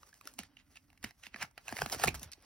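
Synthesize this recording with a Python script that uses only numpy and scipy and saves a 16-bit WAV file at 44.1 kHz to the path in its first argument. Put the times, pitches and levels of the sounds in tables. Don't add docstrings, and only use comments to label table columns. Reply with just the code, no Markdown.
import sys
import numpy as np
from scipy import signal
from scipy.fft import rfft, irfft, next_fast_len
from scipy.io import wavfile
from scipy.ndimage import uniform_filter1d, map_coordinates

SR = 44100
rng = np.random.default_rng(int(sys.argv[2]) if len(sys.argv) > 2 else 0)


def wav_out(sig):
    wavfile.write(sys.argv[1], SR, np.round(np.clip(np.atleast_2d(sig).T, -1, 1) * 32767).astype(np.int16))


N = 108045


def amp(db):
    return 10 ** (np.asarray(db) / 20)


def unit(x):
    return x / np.sqrt(np.mean(x ** 2) + 1e-20)


def along(points, hz):
    f, v = np.transpose(points)
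    return np.interp(np.log(hz + 1), np.log(f + 1), v)


def curves(rows):
    s, *cols = np.transpose(rows)
    return [np.interp(np.arange(N) / SR, s, c) for c in cols]


def wobble(rate):
    knots = rng.standard_normal(int(N * rate / SR) + 4)
    return map_coordinates(knots, [np.arange(N) * rate / SR])


def filtered(x, response):
    m = next_fast_len(N + SR // 2)
    spectrum = rfft(x, m) * response(np.fft.rfftfreq(m, 1 / SR))
    return irfft(spectrum, m)[..., :N]


def coloured(x, spectrum):
    below = [(spectrum[0][0] / 2, -60)]
    above = [(spectrum[-1][0] * 2, -60)]
    closed = below + list(spectrum) + above
    return unit(filtered(x, lambda hz: amp(along(closed, hz))))


def glide(t, start_hz, end_hz, fall_s):
    pitch_hz = end_hz + (start_hz - end_hz) * np.exp(-t / fall_s)
    return np.sin(2 * np.pi * np.cumsum(pitch_hz) / SR)


def shape(t, rise_s, t60_s):
    return (1 - np.exp(-t / rise_s)) ** 2 * amp(-60 * t / t60_s)


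def grains():
    per_s, spread_db, clump_fall_s = 1500, 4.5, 0.0011
    smooth, wobble_db = 1.1, 3
    sizes = (rng.random(N) < per_s / SR) * amp(spread_db * rng.standard_normal(N))
    clumps = unit(signal.lfilter([1], [1, -np.exp(-1 / (clump_fall_s * SR))], sizes))
    return unit((smooth + clumps) * rng.standard_normal(N) * amp(wobble_db * wobble(40.28)))


def walls(x):
    # (f/Hz, t60/s)
    wall_decay = [(200, .2), (2000, .15), (10000, .1)]
    hz, t, z = signal.stft(rng.standard_normal((2, SR // 3)), SR, nperseg=256)
    decay = amp(-60 * t / along(wall_decay, hz)[:, None])
    tail = signal.istft(z * decay, SR, nperseg=256)[1]
    late = np.pad(x, (200, 0))[None]
    return signal.fftconvolve(late, tail / np.linalg.norm(tail[0]), axes=1)[:, :N]


def narrow(hz, width_hz):
    return unit(filtered(rng.standard_normal(N), lambda f: np.exp(-((f - hz) / width_hz) ** 2)))


def hum():
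    # (t/s, level/dB)
    hum_level = [(.2, -93), (.3, -73.5), (.9, -80.5), (1.05, -93)]
    level_db, = curves(hum_level)
    return amp(level_db) * narrow(272, 42) + amp(-92.5) * narrow(54.6, 17)


def room_air():
    # (f/Hz, level/dB)
    air_colour = [(15, -36), (25, 12), (288, -5), (687, -75), (2090, -15), (2330, -45), (3150, -33),
                  (3600, -65), (5720, -27), (7920, -24.5), (14800, -13), (16500, -13)]
    common = amp(-72.5 + 0.67 * wobble(26.0)) * coloured(rng.standard_normal(N), air_colour)
    separate = amp(-81) * coloured(rng.standard_normal((2, N)), air_colour)
    return common + separate


def nearby(x):
    t60_s, hold_s, low_cut_hz = .012, .03, 2600
    t, hop = np.arange(SR // 40) / SR, round(hold_s * SR)
    wet = np.zeros((2, N + hop + len(t)))
    for at in range(0, N, hop):
        echo = rng.standard_normal((2, len(t))) * amp(-60 * t / t60_s)
        part = signal.fftconvolve(x[None, at:at + hop], echo / np.linalg.norm(echo[0]), axes=1)
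        wet[:, at:at + part.shape[1]] += part
    return filtered(wet[:, :N], lambda f: 1j * f / (low_cut_hz + 1j * f))


def flex():
    # (t/s, level/dB)
    flex_level = [(0.0, -69), (0.36, -98), (0.39, -55), (0.5, -82), (1.02, -71.5), (1.05, -46), (1.17, -91),
                  (1.43, -56.5), (1.62, -100), (1.74, -48), (1.77, -72), (1.83, -44), (1.9, -58),
                  (2.03, -51.5), (2.07, -38), (2.45, -87.5)]
    # (f/Hz, level/dB)
    thud_colour = [(15, -26), (25, -11), (64, 2), (161, -3), (198, -13.5), (317, -14), (450, -18.5),
                   (580, -69), (990, -120)]
    level_db, = curves(flex_level)
    return amp(level_db - 4) * coloured(rng.standard_normal(N), thud_colour)


def thumps():
    # (t/s, level/dB, start f/Hz, end f/Hz)
    waves = [(0.255, -51.5, 387, 264), (0.393, -40, 332, 149), (0.435, -59, 132, 86),
             (1.042, -36, 316, 193), (1.053, -61, 154, 72), (1.271, -56, 297, 172),
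             (1.346, -46.5, 323, 163), (1.433, -46, 225, 106.5), (1.726, -36, 328, 199),
             (1.789, -50, 108, 59.6), (1.819, -27.5, 660, 390), (1.824, -39, 212, 127),
             (1.862, -39, 323, 197), (1.947, -33, 590, 454), (1.963, -41, 291, 243), (2.04, -22, 680, 410),
             (2.058, -37, 208, 120), (2.078, -26.5, 533, 326), (2.08, -28.5, 204, 118),
             (2.092, -34, 110, 71.6), (2.149, -39.5, 87, 55.3), (2.218, -50, 320, 78),
             (2.257, -46, 105.5, 68), (2.38, -57.5, 414, 252)]
    fall, rise, t60 = 1.14, 0.15, 10.1
    out, t = np.zeros(N), np.arange(N) / SR
    for s, db, start_hz, end_hz in waves:
        at = round(s * SR)
        after = t[:min(SR // 3, N - at)]
        wave = glide(after, start_hz, end_hz, fall / end_hz)
        wave *= shape(after, rise / end_hz, t60 / end_hz)
        out[at:at + len(after)] += amp(db) * wave
    return out


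def rasps():
    # (start t/s, loudest t/s, end t/s, level/dB, centre f/Hz)
    strokes = [(0.385, 0.373, 0.48, -46.5, 3900), (0.55, 0.598, 0.64, -61, 2620),
               (0.663, 0.684, 0.67, -62.5, 1910), (0.726, 0.773, 0.79, -55, 2650),
               (1.024, 1.033, 1.117, -47.5, 1880), (1.218, 1.235, 1.317, -53, 2340),
               (1.306, 1.344, 1.348, -54, 2100), (1.388, 1.426, 1.47, -36, 1670),
               (1.567, 1.581, 1.61, -55.5, 1420), (1.66, 1.676, 2, -53.5, 1620),
               (2.327, 2.334, 2.34, -44, 4470)]
    swell_db, width = 26.5, 1.55
    out, t, seam = np.zeros(N), np.arange(N) / SR, grains()
    for start, top, end, db, hz in strokes:
        resonance = lambda f: (1j * f / (hz * hz - f * f + 1j * f * hz * width)) ** 2
        swell = np.interp(t, [start, top, end], [-swell_db, 0, -swell_db], -99, -99)
        out += unit(filtered(seam, resonance)) * amp(db + swell)
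    return out


def fizz():
    # (t/s, fizz level/dB, treble relative to it/dB)
    peel = [(0.0, -68.5, 4.5), (0.19, -78.5, 7), (0.27, -60.5, -0.5), (0.37, -73.5, 10), (0.39, -56.5, -7),
            (0.5, -79, -23), (0.75, -77.5, 8), (1.01, -80, -9), (1.04, -77, 20), (1.15, -79.5, 1.5),
            (1.27, -72.5, 12.5), (1.31, -82.5, -13), (1.42, -52.5, 5.5), (1.53, -84.5, -8),
            (1.69, -59.5, 5.5), (1.83, -53, 1.5), (1.89, -59, 7), (1.93, -41.5, 3), (1.98, -49, 0.5),
            (2.05, -43.5, 1), (2.14, -61.5, -5), (2.15, -46.5, 7.5), (2.17, -64.5, 0), (2.24, -59.5, 5),
            (2.31, -69, -17), (2.32, -79, 12), (2.37, -74, -4.5), (2.45, -67, -3)]
    # (f/Hz, level/dB)
    fizz_body = [(210, -6), (350, -5.5), (630, -1), (701, -2.5), (1360, -2.5), (2220, -6), (3340, -5.5),
                 (4500, -9.5), (5850, -11), (9900, -120)]
    # (f/Hz, level/dB)
    fizz_treble = [(3000, -57), (4200, -8), (6000, 2.5), (8000, 2.5), (11000, 3), (16000, 7)]
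    level_db, treble_db = curves(peel)
    seam = grains()
    return amp(level_db) * (coloured(seam, fizz_body) + amp(treble_db) * coloured(seam, fizz_treble))


def casting(f):
    # (centre f/Hz, width/Hz, level/dB)
    modes = [(1293, 320, 1), (1750, 120, 6), (2516, 610, 6), (3020, 310, 8), (4000, 940, 4),
             (6400, 920, -1.5)]
    return sum((-1) ** k * amp(db) * 1j * f * w / (c * c - f * f + 1j * f * w)
               for k, (c, w, db) in enumerate(modes))


def snaps():
    # (t/s, snap level/dB, ring f/Hz, crack relative to snap/dB, ring t60/s, knock relative to snap/dB)
    releases = [(0.031, -36.5, 1153, -39, 0.0084, -42), (0.128, -43.5, 1660, -20, 0.013, -24),
                (0.141, -54, 1760, 3, 0.0078, -10), (0.211, -41, 1140, -9.5, 0.011, -34),
                (0.254, -45.5, 2030, -5, 0.0044, -36), (0.273, -31, 1364, -6, 0.011, -51),
                (0.338, -60, 5880, 11.5, 0.017, -3), (0.389, -27.5, 2900, -5, 0.0088, -11),
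                (0.4334, -35.5, 1760, -12, 0.0076, -43), (0.568, -41, 2815, -20.5, 0.015, -30),
                (0.757, -41, 2700, -14, 0.009, -21), (0.77, -39.5, 2630, -16, 0.0085, -20),
                (0.902, -50, 2520, -16, 0.0055, -16.5), (0.929, -51.5, 1700, -13, 0.0076, -10.5),
                (0.976, -45, 2150, -18, 0.0053, -46), (1.028, -40, 1860, -7.5, 0.01, -35),
                (1.04, -26.5, 1643, -9.5, 0.013, -16.5), (1.044, -20, 1880, -16, 0.0036, -24.5),
                (1.108, -39.5, 1860, -13, 0.0054, -15), (1.235, -38, 2860, -15, 0.0075, -24),
                (1.267, -27, 2580, -46, 0.0049, -29), (1.3435, -25.5, 1840, -40.5, 0.0043, -20.5),
                (1.36, -31, 1726, -21, 0.014, -17), (1.411, -37.5, 2370, -30, 0.021, -6),
                (1.422, -23.5, 1828, -43, 0.014, -13), (1.427, -24, 1743, -8.5, 0.011, -18),
                (1.445, -40, 1400, -35, 0.018, -2.5), (1.511, -66.5, 1350, 3, 0.021, 2.5),
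                (1.578, -29.5, 1700, -17, 0.0031, -15), (1.681, -25.5, 2575, -12, 0.0071, -14),
                (1.69, -30.5, 1624, -11, 0.013, -14), (1.7, -35.5, 1650, -19, 0.0089, -28),
                (1.7245, -23.5, 1730, -20, 0.009, -8.5), (1.767, -21.5, 1720, -18, 0.0043, -22),
                (1.777, -38, 1550, -6, 0.013, -26), (1.785, -29, 2280, -13, 0.008, -40),
                (1.789, -25.5, 1670, -20.5, 0.0077, -10), (1.8, -36, 1620, -6, 0.0043, -29),
                (1.818, -15.5, 1530, -16.5, 0.009, -8.5), (1.86, -17, 1170, -18, 0.0048, -16.5),
                (1.898, -30.5, 1670, -7, 0.0053, -20), (1.92, -25, 5400, -7, 0.0064, -20.5),
                (1.925, -23, 4900, -6, 0.0069, -8), (1.928, -34, 2140, -15, 0.021, -5),
                (1.946, -28.5, 1415, -5, 0.011, -13), (1.997, -34, 2300, -9, 0.0084, 0.5),
                (2.013, -37, 5540, -15, 0.008, -27.5), (2.032, -29.5, 2470, -7, 0.0091, -29),
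                (2.037, -13, 1265, -5, 0.0092, -4), (2.0395, -14.5, 1690, -10, 0.0071, -8.5),
                (2.045, -21.5, 1280, -3, 0.01, -19), (2.057, -26.5, 1460, -5, 0.0061, -23),
                (2.073, -21.5, 1130, -8, 0.0068, -14), (2.077, -16, 2046, -11.5, 0.0077, -20.5),
                (2.0815, -10, 2370, -41, 0.0095, -20.5), (2.088, -24, 2600, -7.5, 0.013, -13),
                (2.143, -31, 1625, -7, 0.013, -10.5), (2.195, -46, 5750, 3.5, 0.024, -26),
                (2.217, -43.5, 1290, -6, 0.007, -6.5), (2.23, -35, 3634, -1.5, 0.016, -38),
                (2.317, -47.5, 4030, 4.5, 0.008, -42), (2.323, -41.5, 5020, -4, 0.0076, -36),
                (2.333, -46, 3840, -12, 0.021, -34), (2.424, -61.5, 1270, 4.5, 0.012, 1)]
    ring_db, ring_rise, ring_sag, ring_sag_s = 4, 0.092, 0.14, 0.001
    ring_rough = .4
    crack_db, crack_rise_s, crack_t60_s, crack_low_cut_hz = 22, .0008, .005, 2980
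    knock_db, knock_hz, knock_sag, knock_sag_s = 12.5, 614, 0.64, .0025
    knock_rise_s, knock_t60_s = 0.0013, 0.011
    hit_db, hit_t60_s, hit_follows = 2.5, 0.0093, 0.17

    t = np.arange(SR // 6) / SR
    cracks, rings, hits = np.zeros((3, N + SR))
    noise = rng.standard_normal((len(releases), 3, len(t)))
    knock = glide(t, knock_hz * (1 + knock_sag), knock_hz, knock_sag_s)
    knock *= shape(t, knock_rise_s, knock_t60_s)
    crack_shape = shape(t, crack_rise_s, crack_t60_s)
    hit_shape = shape(t, crack_rise_s, hit_t60_s)
    for release, (crack_noise, rough_noise, hit_noise) in zip(releases, noise):
        s, db, hz, crack_rel_db, t60_s, knock_rel_db = release
        at = slice(round(s * SR), round(s * SR) + len(t))
        rough = 1 + ring_rough * unit(uniform_filter1d(rough_noise, size=24))
        ring = rough * glide(t, hz * (1 + ring_sag), hz, ring_sag_s) * shape(t, ring_rise * t60_s, t60_s)
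        rings[at] += amp(db) * (amp(ring_db) * ring + amp(knock_rel_db + knock_db) * knock)
        cracks[at] += amp(db + crack_rel_db + crack_db) * crack_shape * crack_noise
        hits[at] += amp(db + hit_db + hit_follows * crack_rel_db) * hit_shape * hit_noise
    bright = lambda f: (1j * f / (crack_low_cut_hz + 1j * f)) ** 2
    return rings[:N] + filtered(cracks[:N], bright) + filtered(hits[:N], casting)


def scene():
    mold = snaps() + fizz() + rasps()
    reflections = amp(-6) * nearby(mold) + amp(-15) * walls(mold)
    return mold + flex() + thumps() + hum() + room_air() + reflections


def record(dry):
    # (f/Hz, level/dB)
    capsule = [(20, -33), (42, 1.5), (2700, 0), (3500, -4), (4600, 0), (7000, 0), (10000, -3.5),
               (13600, -6), (15500, -11)]
    # (f/Hz, left over right/dB)
    lean = [(60, 0), (200, -3.5), (380, -8), (620, 2.5), (1290, 0), (2380, -6), (4400, -2), (9000, 0)]
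    # (f/Hz, lead of the left/rad)
    lead = [(100, .15), (860, .6), (1210, -.5), (2670, .9), (3700, .8), (4650, 1.4), (5770, .7),
            (6460, 2.3), (7400, 3.14), (10400, 6.28), (13600, 9.42), (16600, 12.8)]
    edge_hz, edge_db, top_hz = 15900, -26, 16700
    half = np.array([[.5], [-.5]])

    def response(hz):
        level = amp(along(capsule, hz) + half * along(lean, hz))
        phase = np.exp(1j * half * along(lead, hz))
        return level * phase * np.where(hz > edge_hz, amp(edge_db), 1) * (hz < top_hz)

    return filtered(dry, response)


dry = scene()
out = record(dry)
wav_out(out)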